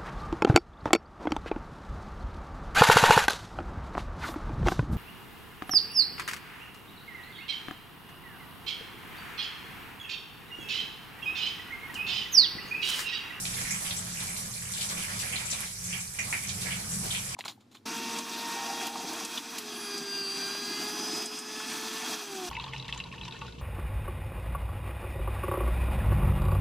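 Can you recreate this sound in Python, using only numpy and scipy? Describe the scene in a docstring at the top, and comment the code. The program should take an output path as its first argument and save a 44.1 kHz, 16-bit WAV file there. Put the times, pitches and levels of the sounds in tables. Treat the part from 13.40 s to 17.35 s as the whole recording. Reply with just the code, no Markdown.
"""Tap running into a bathtub

Small tiled bathroom. The broken stream hisses (shaped noise), churns the pool (noise following
a level curve) and drums the tub's low modes (resonant noise). Slaps, spatters, sharp clicks and
stray drops are damped sines rising in pitch, singly or in crowds, coloured by the tub wall. The
tiles answer with decaying noise; a faint low hum lies beneath. A phone's two ports hear it.
"""
import sys
import numpy as np
from scipy import signal
from scipy.fft import rfft, irfft, next_fast_len
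from scipy.io import wavfile
from scipy.ndimage import uniform_filter1d, map_coordinates

SR = 44100
rng = np.random.default_rng(int(sys.argv[2]) if len(sys.argv) > 2 else 0)


def natural_amplitude(level_db):
    """Convert a level in decibels to a linear amplitude factor, elementwise."""
    exponent = np.asarray(level_db, float) / 20
    return 10 ** exponent


def wav_record(signal):
    """Record a signal, one row per channel, as 16-bit PCM in the file named by sys.argv[1]."""
    frames = np.transpose(np.atleast_2d(signal))
    bounded = np.clip(frames, -1, 1)
    # unit amplitude maps onto the largest positive 16-bit level
    quanta = np.round(bounded * 32767).astype(np.int16)
    wavfile.write(sys.argv[1], SR, quanta)


N = 174195

# Levels in the source tables are before each layer's trim; spectra set shape only.
# spray off the stream: (time [s], level [dB])
SPRAY_LEVEL = [(0.0, -40.5), (0.3, -40.5), (0.62, -43.5), (0.85, -41.5), (1.34, -42.5), (1.5, -42.5),
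               (2.13, -43.5), (2.28, -42), (2.8, -44), (2.93, -44), (3.72, -42.5), (3.95, -42)]
# churning of the pool: (time [s], level [dB])
CHURN_LEVEL = [(0.0, -48.5), (0.01, -54), (0.16, -50.5), (0.21, -45.5), (0.25, -49), (0.32, -51.5),
               (0.4, -54), (0.45, -47), (0.52, -51), (0.73, -51), (0.8, -53.5), (0.84, -51), (1.05, -52.5),
               (1.17, -59), (1.31, -56.5), (1.34, -57), (1.43, -50), (1.48, -55), (1.51, -44.5),
               (1.56, -52), (1.58, -46.5), (1.64, -47), (1.66, -52), (1.72, -46), (1.79, -49),
               (1.99, -52.5), (2.01, -48.5), (2.25, -51.5), (2.29, -62), (2.49, -55), (2.54, -53),
               (2.6, -60.5), (2.71, -62.5), (2.78, -54), (2.79, -55.5), (2.91, -49), (2.935, -47.5),
               (3.0, -52.5), (3.12, -52), (3.13, -56), (3.27, -47.5), (3.6, -54), (3.65, -49),
               (3.84, -55.5), (3.93, -51), (3.95, -52)]
# push of the stream on the tub floor: (time [s], level [dB])
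DRUM_LEVEL = [(0.0, -38.5), (0.05, -45), (1.61, -45), (1.65, -54), (1.73, -41), (2.36, -50.5),
              (2.54, -41.5), (2.78, -54), (2.79, -46.5), (3.41, -38), (3.5, -45), (3.53, -36.5),
              (3.85, -42.5), (3.95, -45)]
# slaps on the pool: (time [s], level [dB], centre pitch [Hz], left-right [dB], length scale [s])
SLAPS = [(0.05, -28.5, 2630, 2, 0.02), (0.139, -29, 3660, 5, 0.015), (0.172, -29, 2400, -7, 0.048),
         (0.251, -33, 1750, -5, 0.018), (0.304, -27.5, 1860, -0.5, 0.021), (0.341, -32, 2300, 0, 0.019),
         (0.4455, -27, 2800, 3, 0.04), (0.507, -24, 3580, 0, 0.0062), (0.801, -28, 3870, 3, 0.017),
         (0.963, -27, 4360, 2, 0.021), (1.134, -28, 4660, 1, 0.022), (1.3356, -25, 3210, 1.0, 0.04),
         (1.376, -26.5, 4020, 4, 0.022), (1.4065, -21.5, 3850, 1.5, 0.019), (1.4394, -32, 4220, -2, 0.018),
         (1.485, -24.5, 5100, 2, 0.025), (1.57, -31.5, 2400, -2, 0.018), (1.6801, -34, 1700, 2, 0.021),
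         (1.732, -36.5, 2210, -5, 0.016), (1.791, -23.5, 4550, 0, 0.033), (1.8248, -28.5, 1860, -1, 0.02),
         (1.925, -23, 2510, -2, 0.019), (1.9566, -23, 3440, 2, 0.02), (1.997, -30.5, 1880, -4, 0.025),
         (2.0777, -33.5, 2360, 3, 0.024), (2.1245, -24, 4000, 1, 0.014), (2.253, -30, 4270, 3, 0.022),
         (2.291, -35.5, 3440, 2, 0.025), (2.523, -22.5, 2320, -3.5, 0.032), (2.567, -43, 2300, 3, 0.026),
         (2.7864, -24.5, 2000, -4, 0.018), (2.9265, -22.5, 2070, 0, 0.023), (3.03, -31.5, 2210, -1, 0.019),
         (3.0894, -25.5, 3680, -2, 0.017), (3.178, -36, 2330, 5, 0.026), (3.212, -24.5, 4070, -0.5, 0.018),
         (3.258, -28, 1880, -6, 0.017), (3.3043, -24, 2400, -0.5, 0.02), (3.655, -29, 4600, 3, 0.035),
         (3.705, -22.5, 3270, 0, 0.021), (3.7453, -22, 2840, 4, 0.019), (3.941, -25, 2400, 6, 0.03)]
# spatters of fine drops: (time [s], level [dB], centre pitch [Hz], left-right [dB], length scale [s])
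SPATTERS = [(0.3044, -21, 6350, -3.0, 0.023), (0.41, -27.5, 9100, -4, 0.038),
            (0.565, -23.5, 7600, 6, 0.018), (0.791, -29, 7800, -3, 0.025), (0.87, -25, 7540, 2, 0.036),
            (0.974, -25.5, 9300, 2, 0.012), (1.315, -28, 6900, 1, 0.024), (1.37, -27, 7600, 11, 0.035),
            (1.407, -24, 7100, 1, 0.029), (1.4972, -32, 8100, 12, 0.02), (1.618, -28, 9400, 4, 0.019),
            (1.791, -25.5, 7550, 10, 0.023), (1.922, -29, 8650, 0, 0.017), (2.054, -24.5, 7400, 9, 0.019),
            (2.099, -19, 6200, 1.5, 0.016), (2.438, -24.5, 6400, -1, 0.028), (2.498, -28, 5640, 1, 0.047),
            (2.6019, -25.5, 7500, 3, 0.015), (2.7871, -25, 5720, 1, 0.015), (2.837, -31, 6900, 0, 0.023),
            (2.907, -27, 7300, 4, 0.022), (3.022, -26, 8550, 7, 0.019), (3.068, -24, 5600, -3, 0.03),
            (3.206, -27, 7600, 1, 0.023), (3.49, -21, 7860, 3, 0.046), (3.71, -24.5, 7800, 6, 0.029),
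            (3.852, -32, 7700, 7, 0.045)]
# sharp broad ticks, some alone, some at the onset of a slap or spatter: (time [s], peak [dB], pitch [Hz])
CLICKS = [(0.0165, -18, 9000), (0.0545, -18.5, 3500), (0.3148, -19, 8550), (0.9838, -24, 10000),
          (1.321, -23, 7000), (1.382, -26, 4200), (1.4118, -24, 9000), (1.491, -24, 6000),
          (1.7909, -24, 11000), (2.2065, -17, 9000), (2.7403, -25, 9000), (2.7873, -26.5, 2200),
          (2.9055, -22, 5960), (2.9273, -17, 1960), (3.032, -25, 11000), (3.2107, -30, 10000)]
# spray spectrum: (frequency [Hz], relative density [dB per Hz])
SPRAY_SPECTRUM = [(1760, -12.5), (3000, -28), (3980, -10), (5790, 3.5), (6240, -0.5), (7570, 0.5),
                  (8430, -1), (9140, 1.5), (11100, -3), (13300, -13.5), (14900, -20.5)]
# pool spectrum: (frequency [Hz], relative density [dB per Hz])
POOL_SPECTRUM = [(130, -7.5), (220, -4), (301, -12), (434, -10), (556, -12), (686, -7), (761, -6.5),
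                 (2310, -13.5), (3400, -11), (5000, -9), (6500, -66), (11000, -120)]
# rumble spectrum: (frequency [Hz], relative density [dB per Hz])
RUMBLE_SPECTRUM = [(12, -37), (20, -6), (43, -1), (102, 12.5), (182, 3), (204, -9), (300, -30.5),
                   (390, -62), (660, -120)]
# low modes of the tub: (centre [Hz], width [Hz], relative level [dB])
TUB_MODES = [(95.7, 31.4, -6.5), (127.7, 10.1, 0.5), (175.9, 10.6, 3), (205.2, 10.1, -3), (460, 95, -22.5)]
# ring of the enamel wall: (centre [Hz], width [Hz], boost [dB])
TUB_WALL = (2274, 114, 2.1)
# decay of the tiled room: (frequency [Hz], t60 [s])
TILE_DECAY = [(300, 0.2), (2000, 0.26), (6000, 0.12), (12000, 0.12)]
# likeness of the two ports' noise, lag aside: (frequency [Hz], correlation [-1..1])
PORT_LIKENESS = [(60, 1), (250, 0.95), (450, 0.83), (750, 0.67), (1300, 0.23), (2500, 0.16), (14000, 0.1)]
# balance of the two ports: (frequency [Hz], left-right [dB])
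PORT_LEAN = [(200, 0), (370, 0.5), (690, -3), (1260, -4), (2320, -2.5), (4280, 0.5), (7870, -5.5),
             (14500, -14)]
# resonances of the left port: (centre [Hz], width [Hz], boost [dB])
LEFT_PORT = [(2400, 550, 4), (5800, 130, 6.5), (7600, 1230, 7.5)]
# resonances of the right port: (centre [Hz], width [Hz], boost [dB])
RIGHT_PORT = [(2350, 136, 5.5), (9170, 330, 3), (10910, 390, 5)]

LEFT_LAG_MAX_S = 0.00062  # the tub is nearer the right port
BASS_LAG_SHARE, LAG_TURN_HZ = 0.36, 504  # the bass wraps round the phone with less lag


def unit(x):
    """Scale to rms 1."""
    return x / np.sqrt(np.mean(x ** 2) + 1e-20)


def along(points, hz):
    """Read (Hz, value) points on a log-frequency axis."""
    point_hz, value = np.transpose(points)
    return np.interp(np.log(hz + 1), np.log(point_hz + 1), value)


def curve(points):
    """Interpolate (s, value) points to one value per sample."""
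    time_s, value = np.transpose(points)
    return np.interp(np.arange(N) / SR, time_s, value)


def wobble(knots_per_s):
    """Smooth random curve through Gaussian knots."""
    knots = rng.standard_normal(int(N * knots_per_s / SR) + 4)
    return map_coordinates(knots, [np.arange(N) * knots_per_s / SR])


def filtered(x, response):
    """Multiply the spectrum of x by a function of frequency."""
    size = next_fast_len(N + SR // 2)
    return irfft(rfft(x, size) * response(np.fft.rfftfreq(size, 1 / SR)), size)[..., :N]


def rush(gain, patchy_db):
    """Stereo noise of rms 1, patchy in time and frequency, partly alike and lagged between ports."""
    z = signal.stft(rng.standard_normal((2, N + 512)), nperseg=512)[2]
    patches = uniform_filter1d(rng.standard_normal(z.shape[1:]), size=8, axis=0)
    patches = uniform_filter1d(patches, size=9, axis=1)
    pair = signal.istft(z * natural_amplitude(patchy_db * unit(patches)), nperseg=512)[1][:, :N]

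    def mid_side_gain(hz):
        # cos^2 - sin^2 of this angle is the likeness
        angle = np.arccos(np.clip(along(PORT_LIKENESS, hz), -1, 1)) / 2
        return gain(hz) * np.array([np.cos(angle), np.sin(angle)])

    def port_lag(hz):
        share = 1 - (1 - BASS_LAG_SHARE) / (1 + (hz / LAG_TURN_HZ) ** 4)
        return np.exp(-2j * np.pi * hz * np.array([[LEFT_LAG_MAX_S], [0]]) * share)

    mid, side = filtered(pair, mid_side_gain)
    return unit(filtered(np.array([mid + side, mid - side]), port_lag))


def bubbles(start_s, hz, db, pan_db, cycles, rise):
    """Soft-starting damped sines rising in pitch, each with its own lag; cycles = onset to peak."""
    t = np.arange(320) / SR
    age = t * hz[:, None] / cycles
    tone = np.sin(2 * np.pi * hz[:, None] * t * (1 + rise * age / 2))
    ring = tone * age * np.exp(1 - age) * np.hanning(640)[320:]
    left_lag = (LEFT_LAG_MAX_S * SR * rng.random(len(start_s)) ** 0.3).astype(int)
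    start = (start_s * SR).astype(int)
    ports = []
    for sign, lag in ((1, left_lag), (-1, 0)):
        at = np.clip(start + lag, 0, N)[:, None] + np.arange(320)
        level = natural_amplitude(db + sign * pan_db / 2)[:, None]
        ports.append(np.bincount(at.ravel(), (ring * level).ravel(), N + 400)[:N])
    return np.array(ports)


def bursts(events, spread, fade_db, gain_db, cycles, count):
    """Each event frees a thinning crowd of bubbles; pitch spread (given at 4 kHz) grows with pitch."""
    start_s, db, hz, pan_db, length_s = np.transpose(events)[:, :, None]
    u, size, g = np.moveaxis(rng.random((len(events), count, 3)), 2, 0)
    late = (-np.log(u)) ** 0.8  # delay in length scales
    deviate = np.log(g / (1 - g)) / 2
    pitch_hz = np.clip(hz * np.exp(spread * hz / 4000 * deviate), 500, 11000)
    level_db = db + gain_db - fade_db * late - 14 * size
    time_s = start_s + length_s * late
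    pan_db = pan_db + 0 * u  # one per bubble
    return bubbles(time_s.ravel(), pitch_hz.ravel(), level_db.ravel(), pan_db.ravel(), cycles, rise=0.064)


def patter(level_db, centre_hz, spread, size_db, cycles, count):
    """Stray drops at random moments, some larger than the rest."""
    time_s = rng.random(count) * N / SR
    hz = np.clip(centre_hz * np.exp(spread * rng.standard_normal(count)), 500, 11000)
    db = level_db[(time_s * SR).astype(int)] + size_db * rng.random(count) ** 3
    return bubbles(time_s, hz, db, 3 * rng.standard_normal(count), cycles, rise=0.083)


def spray():
    """Hiss of the broken stream; its level partly follows the churning."""
    churn_db = curve(CHURN_LEVEL)
    follow_db = 0.27 * (churn_db - churn_db.mean())
    level_db = curve(SPRAY_LEVEL) + 0.4 + 1.43 * wobble(13) + follow_db
    return natural_amplitude(level_db) * rush(lambda hz: natural_amplitude(along(SPRAY_SPECTRUM, hz)), patchy_db=1.37)


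def pool():
    """Wash of the churning pool."""
    level_db = curve(CHURN_LEVEL) + 6.0 + 0.25 * wobble(17)
    return natural_amplitude(level_db) * rush(lambda hz: natural_amplitude(along(POOL_SPECTRUM, hz)), patchy_db=2.0)


def drumming():
    """The stream's push excites the tub's low modes, over a rumble of constant mean level."""
    def modes(f):
        return np.sqrt(sum(natural_amplitude(2 * db) / (1 + ((f - hz) / width_hz * 2) ** 4)
                           for hz, width_hz, db in TUB_MODES))

    push_db = curve(DRUM_LEVEL)
    drum = natural_amplitude(push_db - 1.4) * rush(modes, patchy_db=0.5)
    rumble_noise = rush(lambda hz: natural_amplitude(along(RUMBLE_SPECTRUM, hz)), patchy_db=0.4)
    return drum + natural_amplitude(push_db.mean() - 7.5) * rumble_noise


def slaps():
    """Bursts of bubbles as water slaps the pool, with short broad crackle."""
    body = bursts(SLAPS, spread=0.27, fade_db=6.0, gain_db=-5.5, cycles=2.32, count=40)
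    crackle = bursts(SLAPS, spread=1.1, fade_db=-0.5, gain_db=-16, cycles=0.61, count=40)
    return body + crackle


def spatters():
    """Crowds of fine drops, with shorter ticks."""
    body = bursts(SPATTERS, spread=0.11, fade_db=1.0, gain_db=-7.5, cycles=2.5, count=60)
    ticks = bursts(SPATTERS, spread=0.28, fade_db=6, gain_db=-9.5, cycles=0.73, count=10)
    return body + ticks


def clicks():
    """Sharp broad ticks of one or two cycles, some alone, some at the onset of a slap or spatter."""
    time_s, db, hz = np.transpose(CLICKS)
    return bubbles(time_s, hz, db, 0 * time_s, cycles=0.57, rise=0.085)


def stray_drops():
    """Fine patter following the spray level, coarse patter following the churning."""
    fine_db = curve(SPRAY_LEVEL) - 3 + 0.71 * wobble(7.06)
    coarse_db = curve(CHURN_LEVEL) + 2.0 + 3.54 * wobble(9.65)
    fine = patter(fine_db, centre_hz=7600, spread=0.267, size_db=11.0, cycles=2.52, count=3000)
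    coarse = patter(coarse_db, centre_hz=2180, spread=0.3, size_db=10.5, cycles=1.16, count=1600)
    return fine + coarse


def tub_wall(f):
    """Response of the enamel wall, ringing with every splash: one resonant boost."""
    hz, width_hz, boost_db = TUB_WALL
    resonance = 1j * f * width_hz / (hz * hz - f * f + 1j * f * width_hz)
    return 1 + (natural_amplitude(boost_db) - 1) * resonance


def drop_rolloff(f):
    """Even the smallest drops fade above 12 kHz."""
    return 1 / np.sqrt(1 + (f / 12000) ** 12)


def tiles(x):
    """Room answer, 130 samples late: noise whose frequencies each die at their own speed."""
    hz, t, z = signal.stft(rng.standard_normal((2, SR // 2)), SR, nperseg=256)
    decay = natural_amplitude(-60 * t / along(TILE_DECAY, hz)[:, None])
    tail = signal.istft(z * decay, SR, nperseg=256)[1]
    late = np.pad(x, ((0, 0), (130, 0)))
    return signal.fftconvolve(late, tail / np.linalg.norm(tail[0]), axes=1)[:, :N]


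def room_modes(f):
    """The hard small room lifts and drops narrow bands above 400 Hz, less with rising frequency."""
    ripple = map_coordinates(rng.standard_normal(int(SR / 10)), [f / 14])  # one knot per 14 Hz
    depth_db = 2 * (f > 400) * (1000 / (f + 1)) ** 0.29
    return natural_amplitude(depth_db * ripple)


def hum():
    """One faint low tone, alike at both ports, its level wandering."""
    return natural_amplitude(-60 + 2.5 * wobble(3.6)) * np.sin(2 * np.pi * 48.6 * np.arange(N) / SR)


def scene():
    """Splashes ring in the tiles over the wash, drumming and hum."""
    wash = filtered(spray() + pool() + drumming(), room_modes)
    splashes = filtered(slaps() + spatters() + clicks() + stray_drops(), tub_wall)
    drops = filtered(splashes, drop_rolloff)
    return drops + natural_amplitude(-1) * tiles(drops) + wash + hum()


def band_limit(x):
    """A steep low-pass at the top of the band."""
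    return signal.sosfilt(signal.butter(12, 15070, fs=SR, output="sos"), x)


def record(dry):
    """Each port has its own lean and resonances."""
    def boost_db(port, f):
        return sum(db / (1 + ((f - hz) / width_hz * 2) ** 2) for hz, width_hz, db in port)

    def ports(f):
        half_lean_db = along(PORT_LEAN, f) / 2
        return natural_amplitude([boost_db(LEFT_PORT, f) + half_lean_db, boost_db(RIGHT_PORT, f) - half_lean_db])

    mix = filtered(dry, ports)
    return band_limit(mix)


dry = scene()
out = record(dry)
wav_record(out)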